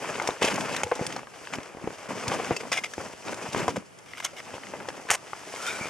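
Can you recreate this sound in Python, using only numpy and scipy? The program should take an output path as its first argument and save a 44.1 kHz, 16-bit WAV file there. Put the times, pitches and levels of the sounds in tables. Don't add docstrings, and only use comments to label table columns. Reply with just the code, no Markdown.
import sys
import numpy as np
from scipy import signal
from scipy.fft import rfft, irfft
from scipy.io import wavfile

SR = 44100
rng = np.random.default_rng(int(sys.argv[2]) if len(sys.argv) > 2 else 0)


def wav_record(signal):
    frames = np.transpose(np.atleast_2d(signal))
    bounded = np.clip(frames, -1, 1)
    quanta = np.round(bounded * 32767).astype(np.int16)
    wavfile.write(sys.argv[1], SR, quanta)


N = 259749
TIME = np.arange(N) / SR
LEFT, NEAR_FRONT = 0.85, 0.32

# frequency in Hz, relative level in dB.
RUB_SPECTRUM = [(100, -40.5), (240, -15), (330, -1.5), (480, 2.5), (620, 1.5), (800, 0.5), (1100, -1),
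                (1800, -4.5), (2600, -6.5), (3300, -20), (4200, -37), (8000, -64)]
HISS_SPECTRUM = [(1500, -5.5), (3000, 4.5), (4000, -5), (5000, 2.5), (6300, 2), (8000, -1.5), (10000, -5),
                 (12500, -11.5), (13800, -18), (15300, -34)]
GRIT_SPECTRUM = [(1500, -32.5), (3300, 9), (4300, 2.5), (5500, 8), (6400, 8.5), (7600, 3), (9300, 3),
                 (10500, -8.5), (13000, -4.5), (15800, -53)]


def kindling(rub):
    # start in seconds, hiss in dB, rasp in dB, splinter pitch in Hz.
    snaps = [(.222, -33.5, -47, 5900), (0.274, -23.5, -23, 5500), (.448, -24.5, -30, 5630),
             (0.542, -30, -49, 6100), (0.5582, -28, -34.5, 6460), (0.608, -31.5, -27, 7060),
             (.764, -24.5, -29, 3650), (0.8338, -22.5, -25, 7000), (0.953, -33.5, -42, 7400),
             (1.042, -43, -52, 7600), (1.0657, -25.5, -30, 8200), (1.124, -34, -44, 5960),
             (1.163, -35.5, -34, 4300), (1.536, -36, -32, 5250), (1.554, -36, -44, 5560),
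             (1.631, -42, -40, 2570), (2.088, -43, -38, 3000), (2.28, -23.5, -29, 6320),
             (2.445, -36, -32.5, 5220), (2.565, -26, -34, 4600), (2.936, -34, -47, 5770),
             (3.084, -46, -51, 5400), (3.343, -35, -38, 6840), (3.488, -46, -46, 5500),
             (3.531, -33, -41, 5940), (3.68, -29, -38, 6480), (3.987, -44.5, -69, 6950),
             (4.887, -37.5, -39, 5570)]
    # start in seconds, length in seconds, rasp in dB.
    scuffs = [(0.414, 0.022, -30), (.4245, 0.0059, -24.5), (0.441, 0.011, -26.5), (0.455, 0.034, -30),
              (0.475, .011, -35), (0.499, 0.026, -31), (0.718, 0.03, -34), (1.529, 0.02, -38),
              (2.311, 0.028, -37), (2.602, 0.012, -36), (3.572, 0.038, -35), (3.69, 0.017, -35),
              (3.758, 0.011, -34.5), (4.535, .025, -44.5)]
    snap_s, scuff_hiss_db = 0.00084, -6.5
    fractures = [(s, snap_s, rasp_db, hiss_db) for s, hiss_db, rasp_db, _ in snaps]
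    drags = [(s, length_s, db, db + scuff_hiss_db) for s, length_s, db in scuffs]
    snap_gains = from_db(0.5) * bursts(fractures, rise_s=0.00017, fall_s=0.0032)
    rasp, hiss = snap_gains + bursts(drags, rise_s=0.00078, fall_s=0.0049)
    # frequency in Hz, relative level in dB.
    rasp_spectrum = [(150, -16), (450, 6), (900, 1), (1500, 0.5), (2050, 0.5), (2650, 3), (3400, -3),
                     (4200, -17), (7000, -39)]
    rasping = patchy(colour(friction(3900, 1.6, -0.37), rasp_spectrum), depth_db=3, rate_hz=46)
    hissing = colour(friction(7000, 2.4, -6.5), HISS_SPECTRUM)
    rings = splinters([(s, hiss_db - 1, hz) for s, hiss_db, _, hz in snaps], t60_cycles=185)
    wood = rasp * rasping + hiss * hissing + rings + stick_knocks(rub) + twig_clacks() + log_ring()
    return close_by(wood, LEFT)


def stick_knocks(rub):
    # start in seconds, level in dB, pitch in Hz, t60 in seconds. 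The row at 5.1012 s is the match
    knocks = [(.0442, -24, 985, 0.03), (.199, -17, 1490, 0.017), (.2165, -20, 850, 0.024),
              (.2895, -11, 700, 0.017), (.4203, -9, 650, 0.013), (.4444, -13, 444, 0.029),
              (.501, -22, 650, .01), (.5797, -21.5, 764, 0.047), (.8341, -16, 890, 0.012),
              (.9148, -15, 1050, 0.011), (.9183, -12.5, 720, 0.034), (.9935, -21, 517, 0.035),
              (1.0119, -19.5, 280, 0.038), (1.1643, -23.5, 780, 0.028), (1.2322, -28.5, 840, 0.013),
              (1.271, -33, 1190, 0.023), (1.4722, -25, 1830, 0.012), (1.5848, -21, 395, 0.022),
              (1.5855, -26, 1800, .01), (1.7485, -28.5, 380, 0.01), (1.7707, -27, 483, 0.013),
              (1.84, -27.5, 203, 0.058), (1.8742, -16.5, 500, 0.021), (1.9055, -30, 640, 0.015),
              (2.3185, -18.5, 777, 0.033), (2.3988, -20.5, 730, 0.018), (2.5083, -11.5, 510, 0.037),
              (2.635, -26.5, 750, .022), (2.6525, -28.5, 720, 0.03), (2.72, -23, 777, 0.037),
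              (2.786, -26, 710, 0.018), (2.9805, -18.5, 510, 0.021), (3.137, -29, 680, 0.0096),
              (3.207, -37, 715, .022), (3.5475, -12.5, 690, 0.011), (3.6809, -8, 716, 0.017),
              (3.6848, -16.5, 675, 0.047), (3.76, -21.5, 720, 0.018), (3.7678, -19, 518, 0.033),
              (3.824, -36, 700, 0.018), (4.1351, -27, 2100, 0.018), (4.1495, -35, 1990, 0.025),
              (4.18, -35, 1630, .025), (4.203, -25.5, 1780, 0.016), (4.2255, -33, 1350, 0.018),
              (4.3338, -36, 590, 0.058), (4.4025, -27.5, 1980, 0.011), (4.5402, -25.5, 600, 0.014),
              (4.5809, -26.5, 950, 0.015), (4.635, -30.5, 1980, 0.022), (4.669, -30, 2180, 0.016),
              (4.7367, -24, 574, 0.039), (4.7515, -28, 620, 0.028), (4.8022, -26, 1600, 0.0089),
              (4.807, -31, 575, 0.038), (4.8555, -30.5, 1000, 0.015), (4.8855, -23.5, 535, 0.028),
              (4.887, -24, 1870, 0.02), (4.903, -29, 1700, 0.015), (4.9789, -30.5, 583, 0.02),
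              (4.994, -38, 553, 0.018), (5.053, -35, 480, 0.031), (5.0695, -34, 1010, 0.027),
              (5.0882, -23.5, 1700, 0.013), (5.0932, -24, 1700, 0.015), (5.1012, -10, 1870, 0.008),
              (5.3329, -19, 1300, 0.014), (5.488, -30, 1490, 0.0084), (5.5393, -25.5, 734, 0.026),
              (5.561, -29, 2130, 0.014), (5.8104, -25.5, 227, 0.045), (5.8562, -22.5, 550, 0.0099)]
    # multiple of the pitch, level in dB, multiple of the t60.
    stick_modes = [(.36, -31, 3.9), (0.681, 5.5, 1.24), (0.97, 18, 0.55), (1.401, 8.5, 0.91),
                   (2.2, -0.5, 0.54), (3.6, -45, 0.34)]
    blows = np.vstack([knocks, twig_ticks(rub, count=210)])
    ratio, mode_db, t60_ratio = np.transpose(stick_modes)[:, :, None]
    tick = colour(rng.standard_normal(N), GRIT_SPECTRUM)
    chatter = colour(friction(3000, 3.8, -3), RUB_SPECTRUM)
    out, t = np.zeros(N), TIME[:SR // 12]
    for start_s, level_db, hz, t60_s in blows:
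        detune, strength = rng.standard_normal((2, len(stick_modes), 1))
        mode_hz = hz * ratio * np.exp(0.04 * detune)
        modes = np.sin(2 * np.pi * mode_hz * t) * from_db(mode_db + 1.5 * strength)
        swell = 1 - np.exp(-t * hz * ratio / 0.42)
        ring = np.sum(modes * swell * from_db(-60 * t / (t60_s * t60_ratio)), axis=0)
        at = int(start_s * SR)
        n = min(len(t), N - at)
        hit = ring[:n] / np.abs(ring).max()
        hit += from_db(-28) * tick[at:at + n] * np.exp(-t[:n] / 0.0009)
        hit += from_db(-14.5) * chatter[at:at + n] * np.exp(-t[:n] / (0.23 * t60_s))
        out[at:at + n] += from_db(level_db) * hit
    return out


def twig_ticks(rub, count):
    low_hz, high_hz, t60_cycles, over_rub_db, spread_db = 429, 2570, 15.2, 4, 8.5
    when, size, pitch = rng.random((count, 3)).T
    at = (when * (N - 1)).astype(int)
    hz = low_hz * (high_hz / low_hz) ** pitch
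    level_db = 20 * np.log10(rub[at]) + over_rub_db + spread_db * size
    return np.column_stack([TIME[at], level_db, hz, t60_cycles / hz])


def twig_clacks():
    # start in seconds, level in dB, pitch in Hz, t60 in seconds.
    clacks = [(.199, -21.5, 2200, .012), (.8342, -19.5, 2360, .014), (1.067, -33, 3150, .014),
              (2.5645, -23, 2650, 0.051), (2.9365, -25.5, 1725, 0.034)]
    # multiple of the pitch, level in dB.
    twig_modes = [(1, -3), (1.2, -19), (1.78, -16), (2.76, -14)]
    out, t = np.zeros(N + SR), TIME[:SR // 15]
    for start_s, level_db, hz, t60_s in clacks:
        at = int(start_s * SR)
        for ratio, mode_db in twig_modes:
            envelope = from_db(level_db + mode_db - 60 * t * np.sqrt(ratio) / t60_s)
            out[at:at + len(t)] += envelope * np.sin(2 * np.pi * hz * ratio * t)
    return out[:N]


def log_ring():
    # start in seconds, level in dB.
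    log_hits = [(0.291, -25.5), (.446, -24), (0.839, -25), (.866, -22.5), (0.92, -17), (1.021, -20.5),
                (2.511, -21.5), (3.685, -27)]
    # frequency in Hz, level in dB, t60 in seconds.
    log_modes = [(492, -5, 0.075), (850, -12, 0.08), (1300, -33, 0.025)]
    t = TIME[:SR // 5]
    ring = sum(from_db(db - 60 * t / t60_s) * np.sin(2 * np.pi * hz * t) for hz, db, t60_s in log_modes)
    return signal.oaconvolve(impulses(log_hits), ring)[:N]


def splinters(rows, t60_cycles):
    out, t = np.zeros(N + SR), TIME[:SR // 25]
    for start_s, level_db, hz in rows:
        at, phase = int(start_s * SR), 2 * np.pi * hz * t
        ring = (np.sin(phase) - np.sin(1.1 * phase)) / 2
        out[at:at + len(t)] += ring * from_db(level_db - 60 * hz * t / t60_cycles)
    return out[:N]


def match_strike():
    # start in seconds, length in seconds, rasp in dB, grit in dB, box ring in dB.
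    strokes = [(4.2438, .001, -34, -27, -37), (4.247, .0045, -28, -23, -26.5),
               (4.254, .0015, -33, -31, -38), (4.258, .006, -38, -37, -39), (5.083, .015, -44, -54, -57),
               (5.1007, .0012, -35, -37, -48), (5.1040, .001, -23, -24, -37),
               (5.110, .006, -20, -20.5, -34), (5.116, .04, -29.5, -31, -43)]
    # frequency in Hz, width in Hz, level in dB.
    striker_modes = [(1410, 140, -3), (1670, 140, -6), (2230, 150, 3), (2980, 290, -1), (3390, 250, 5),
                     (5970, 260, 7), (6200, 210, 5.5), (7000, 370, -1)]
    # start in seconds, level in dB.
    ignition_cracks = [(5.1050, .5), (5.1104, -10), (5.1288, -17), (5.1356, -13), (5.1425, -12),
                       (5.1492, -14), (5.1530, -17)]
    # frequency in Hz, relative level in dB.
    striker_spectrum = [(100, -20), (350, -9), (750, 5), (950, 2), (1120, 4.5), (1400, -0.5), (1900, 6),
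                        (2400, -3), (2950, 3.5), (4000, -7.5), (7000, -15), (15000, -34)]
    crack_spectrum = [(100, -15), (500, -6), (1200, 6), (2800, 10), (4000, -7), (6500, -1), (9500, 1),
                      (12000, -11), (15500, -48)]
    rasp, grit, ring = bursts(strokes, rise_s=0.00015, fall_s=0.002)
    grains = friction(4500, 3.1, -5.5)
    scrape = rasp * colour(grains, striker_spectrum) + grit * colour(grains, GRIT_SPECTRUM)
    scrape += ring * resonate(grains, striker_modes)
    clicks = impulses(ignition_cracks)
    cracks = colour(clicks, crack_spectrum)
    cracks *= clicks.max() / np.abs(cracks).max()
    return close_by(scrape, NEAR_FRONT, scatter_db=-16) + close_by(-cracks, NEAR_FRONT, scatter_db=-15)


def match_flare():
    # frequency in Hz, relative level in dB.
    flame_spectrum = [(200, -20), (500, -14), (800, -7), (1500, -4.5), (2600, -6.5), (4100, -13.5),
                      (5500, -8), (8000, -10.5), (10000, -13), (13000, -21), (15000, -40)]
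    # pitch in Hz, width in Hz, level in dB, centre in seconds, Gaussian sigma in seconds.
    jet_notes = [(1380, 260, -41, 5.63, .025), (1460, 220, -31, 5.678, .013), (1420, 260, -39, 5.73, 0.028),
                 (1390, 260, -44, 5.85, .025), (2350, 320, -34, 5.695, 0.023),
                 (2330, 170, -38.5, 5.763, .016), (2270, 340, -39, 5.835, 0.034),
                 (3130, 300, -41, 5.68, 0.015), (3570, 320, -43, 6.4, .022), (3630, 300, -39, 5.686, 0.019),
                 (3850, 300, -50, 5.765, .015), (5400, 600, -50, 5.69, .03)]
    peak_s, spurt_s, grow_db_per_s, sink_db_per_s = 5.665, 0.017, 58, 39
    t = TIME - peak_s
    spurt_db = 10.5 * (t > 0) * np.exp(-np.abs(t) / spurt_s)
    envelope = from_db(-39 + spurt_db + np.minimum(grow_db_per_s * t, -sink_db_per_s * t))
    fizz = colour(friction(2200, 3.1, -2.5) * from_db(1.8 * drift(80)), flame_spectrum)
    notes = sum(jet_note(hz, width_hz) * from_db(db) * np.exp(-0.5 * ((TIME - at_s) / sigma_s) ** 2)
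                for hz, width_hz, db, at_s, sigma_s in jet_notes)
    direct = ports(from_db(1.5) * envelope * fizz + notes, LEFT)
    return direct + from_db(-4.5) * envelope * diffuse(flame_spectrum)


def jet_note(hz, width_hz, waver_hz=24.9):
    phase = 2 * np.pi * np.cumsum(hz + waver_hz * drift(40)) / SR
    return drift(width_hz) * np.cos(phase) + drift(width_hz) * np.sin(phase)


def matchbox():
    # start in seconds, length in seconds, scrape in dB, squeak in dB.
    box_scrapes = [(2.7168, 0.021, -25.5, -54), (2.741, 0.031, -36, -62), (2.771, 0.0045, -31, -36),
                   (2.776, 0.015, -37, -31.5), (2.837, 0.0099, -32, -37), (2.855, 0.0057, -40, -43),
                   (4.06, 0.11, -53, -70), (4.172, 0.023, -45.5, -66), (4.199, 0.0069, -41, -45),
                   (4.225, 0.015, -42.5, -66), (4.257, 0.009, -38, -41), (4.365, 0.038, -43.5, -52)]
    # frequency in Hz, width in Hz, level in dB.
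    box_modes = [(700, 140, 9), (1310, 97, 11.5), (1600, 170, 7.5), (2140, 200, 12), (2470, 130, 13),
                 (2870, 110, 11), (3520, 250, -1), (4730, 150, 5), (5400, 120, -8)]
    squeak_hz, waver_hz, in_front_from_s = 2135, 40, 3
    scrape, _ = bursts(box_scrapes, rise_s=0.00034, fall_s=0.005)
    _, squeak = bursts(box_scrapes, rise_s=0.001, fall_s=0.0045)
    slips = friction(1500, 3.6, -3.5)
    cardboard = resonate(slips, box_modes) + from_db(-5.5) * colour(slips, GRIT_SPECTRUM)
    tone = np.sin(2 * np.pi * np.cumsum(squeak_hz + waver_hz * drift(300)) / SR)
    grip = from_db(9.5 + 2 * drift(400))
    box = scrape * cardboard + squeak * grip * tone
    in_front = TIME >= in_front_from_s
    return close_by(box * ~in_front, LEFT) + close_by(box * in_front, NEAR_FRONT)


def arm_movements():
    # start in seconds, rise in seconds, length in seconds, rubbing in dB, rumble in dB.
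    moves = [(0.0, 0.026, 0.31, -35.5, -47.5), (0.407, 0.011, 0.25, -33.5, -39),
             (0.675, 0.017, 0.13, -34.5, -43), (0.95, 0.012, 0.24, -40.5, -46.5),
             (1.303, 0.039, 0.36, -49.5, -69), (1.515, 0.013, 0.063, -45.5, -44),
             (1.803, 0.039, 0.088, -51, -44), (2.086, 0.0077, 0.027, -34, -40.5),
             (2.128, 0.038, 0.42, -36.5, -44), (2.234, 0.071, 0.12, -32.5, -41.5),
             (2.49, 0.035, 0.031, -34.5, -49), (2.576, 0.034, 0.24, -51, -50),
             (2.969, 0.024, 0.096, -41, -46.5), (3.232, 0.044, 0.097, -36, -40.5),
             (3.348, 0.025, 0.13, -37.5, -49.5), (3.512, 0.052, 0.12, -32.5, -35),
             (3.654, 0.011, 0.14, -47, -44), (4.42, 0.061, 0.15, -45, -52.5),
             (4.602, 0.033, 0.39, -48, -52), (5.43, 0.34, 0.51, -40.5, -50.5)]
    # time in seconds, rubbing in dB, hiss in dB.
    fidget = [(0, -40.5, -51), (1.1, -43.5, -53.5), (1.26, -59, -62), (1.45, -46.5, -53),
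              (1.72, -47.5, -62), (1.92, -46, -54.5), (2.1, -42, -54), (2.8, -47.5, -51.5),
              (3.18, -51, -55.5), (3.68, -40.5, -49.5), (3.85, -76, -65), (4.0, -57.5, -63),
              (4.35, -48.5, -55), (5.2, -49, -55.5), (5.89, -44, -50)]
    creep_db_per_s, stop_s = 0.5, 0.026
    power = np.zeros((2, N))
    for start_s, rise_s, length_s, *levels_db in moves:
        t = np.maximum(TIME - start_s, 0)
        stopping = np.exp(-np.clip(t - length_s, 0, 1) / stop_s)
        speed = np.minimum(t / rise_s, 1) * from_db(creep_db_per_s * t) * stopping
        power += (from_db(levels_db)[:, None] * speed) ** 2
    rub, rumble = np.sqrt(power)
    hiss = from_db(-17) * rub ** 0.87
    times_s, *fidget_db = np.transpose(fidget)
    finger_rub, finger_hiss = (from_db(np.interp(TIME, times_s, db)) for db in fidget_db)
    return np.hypot(rub, finger_rub), rumble, np.hypot(hiss, finger_hiss)


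def sleeves(rub, rumble, hiss):
    # frequency in Hz, relative level in dB.
    rumble_spectrum = [(20, -19), (50, -35), (100, -7), (170, 0.5), (280, 1), (450, -8), (900, -64)]
    jerk = drift(70)
    rubbing = patchy(colour(friction(900, 2.9, -2), RUB_SPECTRUM), depth_db=2, rate_hz=60)
    hissing = patchy(colour(friction(700, 4.4, 5.1), HISS_SPECTRUM), depth_db=2, rate_hz=37)
    shaking = patchy(colour(friction(250, 4, -5), rumble_spectrum), depth_db=4, rate_hz=30)
    rubbing = ports(rubbing, LEFT) + from_db(-14) * diffuse(RUB_SPECTRUM)
    hissing = ports(hissing, LEFT) + from_db(-4) * diffuse(HISS_SPECTRUM)
    shaking = ports(shaking, LEFT) + from_db(1) * diffuse(rumble_spectrum)
    cloth = rub * from_db(1.2 * jerk - 1) * rubbing + hiss * from_db(jerk + 2.5) * hissing
    return cloth + rumble * from_db(-1.5) * shaking


def fibre_crackles(hiss, count):
    low_hz, high_hz, over_hiss_db, spread_db = 4060, 8540, 5, 4.5
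    when, chance, pitch = rng.random((count, 3)).T
    at = (when * (N - 1)).astype(int)
    size = np.minimum(-np.log(1 - chance), 3)
    level_db = 20 * np.log10(hiss[at]) + over_hiss_db + spread_db * size
    hz = low_hz * (high_hz / low_hz) ** pitch
    return close_by(splinters(zip(TIME[at], level_db, hz), t60_cycles=11), LEFT)


def snow_thuds():
    # start in seconds, level in dB, pitch in Hz.
    bumps = [(.44, -21, 217), (0.841, -34, 96), (1.01, -31, 147), (2.276, -28, 117), (2.51, -24.5, 129),
             (2.98, -39, 97.5), (3.484, -35, 139), (3.566, -49, 105), (3.681, -33, 107), (3.776, -23, 196),
             (4.537, -44, 109), (5.103, -39, 101), (5.808, -44, 142)]
    rise_cycles, t60_cycles = 0.45, 6.1
    out = np.zeros(N)
    for start_s, level_db, hz in bumps:
        at = int(start_s * SR)
        cycles = hz * TIME[:min(SR // 5, N - at)]
        shape = (1 - np.exp(-cycles / rise_cycles)) * from_db(-60 * cycles / t60_cycles)
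        out[at:at + len(cycles)] += from_db(level_db) * shape / shape.max() * np.sin(2 * np.pi * cycles)
    return ports(out, LEFT)


def air():
    # frequency in Hz, relative level in dB.
    air_spectrum = [(25, -30), (100, 3), (500, 0), (1300, -5.5), (2700, -10), (4000, -28), (5800, -23),
                    (9500, -18.5), (13000, -36), (15000, -53)]
    return from_db(-51.5) * diffuse(air_spectrum)


def friction(slips_per_s, spread_db, smooth_db):
    sizes = from_db(spread_db * np.minimum(rng.exponential(1, N), 4)) * rng.choice([-1, 1], N)
    slips = rms_one(sizes * (rng.random(N) < slips_per_s / SR))
    return rms_one(slips + from_db(smooth_db) * rng.standard_normal(N))


def bursts(rows, rise_s, fall_s):
    out = np.zeros((len(rows[0]) - 2, N))
    for start_s, length_s, *levels_db in rows:
        at = int(start_s * SR)
        t = TIME[:min(SR // 5, N - at)]
        shape = (1 - np.exp(-t / rise_s)) * np.exp(-np.maximum(t - length_s, 0) / fall_s)
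        out[:, at:at + len(t)] += from_db(levels_db)[:, None] * shape
    return out


def impulses(rows):
    times_s, levels_db = np.transpose(rows)
    clicks = np.zeros(N)
    clicks[(times_s * SR).astype(int)] = from_db(levels_db)
    return clicks


def patchy(x, depth_db, rate_hz):
    octave = np.clip(np.log2(np.fft.rfftfreq(2 ** 18, 1 / SR) / 100 + 1e-9), 0, 7)
    spectrum = rfft(x, 2 ** 18)
    bands = (irfft(spectrum * np.maximum(1 - np.abs(octave - k), 0))[:N] for k in range(8))
    return rms_one(sum(band * from_db(depth_db * drift(rate_hz)) for band in bands))


def resonate(x, modes):
    out = 0
    for k, (hz, width_hz, db) in enumerate(modes):
        radius = np.exp(-np.pi * width_hz / SR)
        feedback = [1, -2 * radius * np.cos(2 * np.pi * hz / SR), radius ** 2]
        out += (-1) ** k * from_db(db) * (1 - radius ** 2) * signal.lfilter([1, 0, -1], feedback, x)
    return rms_one(out)


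def colour(x, spectrum, size=2048):
    hz, db = np.transpose(spectrum)
    grid_hz = np.maximum(np.fft.rfftfreq(size, 1 / SR), 1)
    cepstrum = irfft(np.log(from_db(np.interp(np.log(grid_hz), np.log(hz), db))))
    cepstrum[1:size // 2] *= 2
    cepstrum[size // 2 + 1:] = 0
    response = irfft(np.exp(rfft(cepstrum)))
    return rms_one(signal.oaconvolve(x, response)[:N])


def close_by(x, side, scatter_db=-5):
    t = TIME[:SR // 60]
    paths = rng.standard_normal((2, len(t))) * (1 - np.exp(-t / 0.0004)) * np.exp(-t / 0.0035)
    paths /= np.sqrt(np.sum(paths ** 2, axis=1, keepdims=True))
    paths = signal.sosfilt(signal.butter(1, 2800, "high", fs=SR, output="sos"), paths)
    return ports(x, side) + from_db(scatter_db) * signal.oaconvolve(x[None], paths, axes=1)[:, :N]


def ports(x, side):
    # frequency in Hz, left lead in radians, left over right in dB.
    port_response = [(0, 0.5, 1), (500, 0.31, 2.2), (3460, 0.51, 3), (6000, 1.2, 1.5), (8360, 1.86, -0.5),
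                     (10000, 2.95, -3), (12700, 4.2, 1), (15600, 1.8, 1)]
    hz, lead_rad, left_db = np.transpose(port_response)
    grid_hz = np.fft.rfftfreq(2 ** 18, 1 / SR)
    shade = from_db(side * np.interp(grid_hz, hz, left_db) / 2)
    delay = np.exp(-1j * side * np.interp(grid_hz, hz, lead_rad))
    return irfft(rfft(x, 2 ** 18) * np.array([shade, delay / shade]))[:, :N]


def diffuse(spectrum):
    return np.array([colour(rng.standard_normal(N), spectrum) for _ in range(2)])


def drift(rate_hz):
    position = TIME * np.clip(rate_hz, 1, 600)
    return rms_one(np.interp(position, np.arange(4000), rng.standard_normal(4000)))


def from_db(db):
    return 10 ** (np.asarray(db) / 20)


def rms_one(x):
    return x / np.sqrt(np.mean(x ** 2) + 1e-20)


def scene():
    rub, rumble, hiss = arm_movements()
    laying = sleeves(rub, rumble, hiss) + kindling(rub) + fibre_crackles(hiss, count=400) + snow_thuds()
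    return laying + matchbox() + match_strike() + match_flare() + air()


def record(dry):
    thin = signal.sosfilt(signal.butter(3, 52, "high", fs=SR, output="sos"), dry)
    soft = signal.sosfilt(signal.butter(6, 14000, fs=SR, output="sos"), thin)
    return signal.sosfilt(signal.ellip(10, 0.2, 80, 15700, fs=SR, output="sos"), np.clip(soft, -1, 1))


dry = scene()
out = record(dry)
wav_record(out)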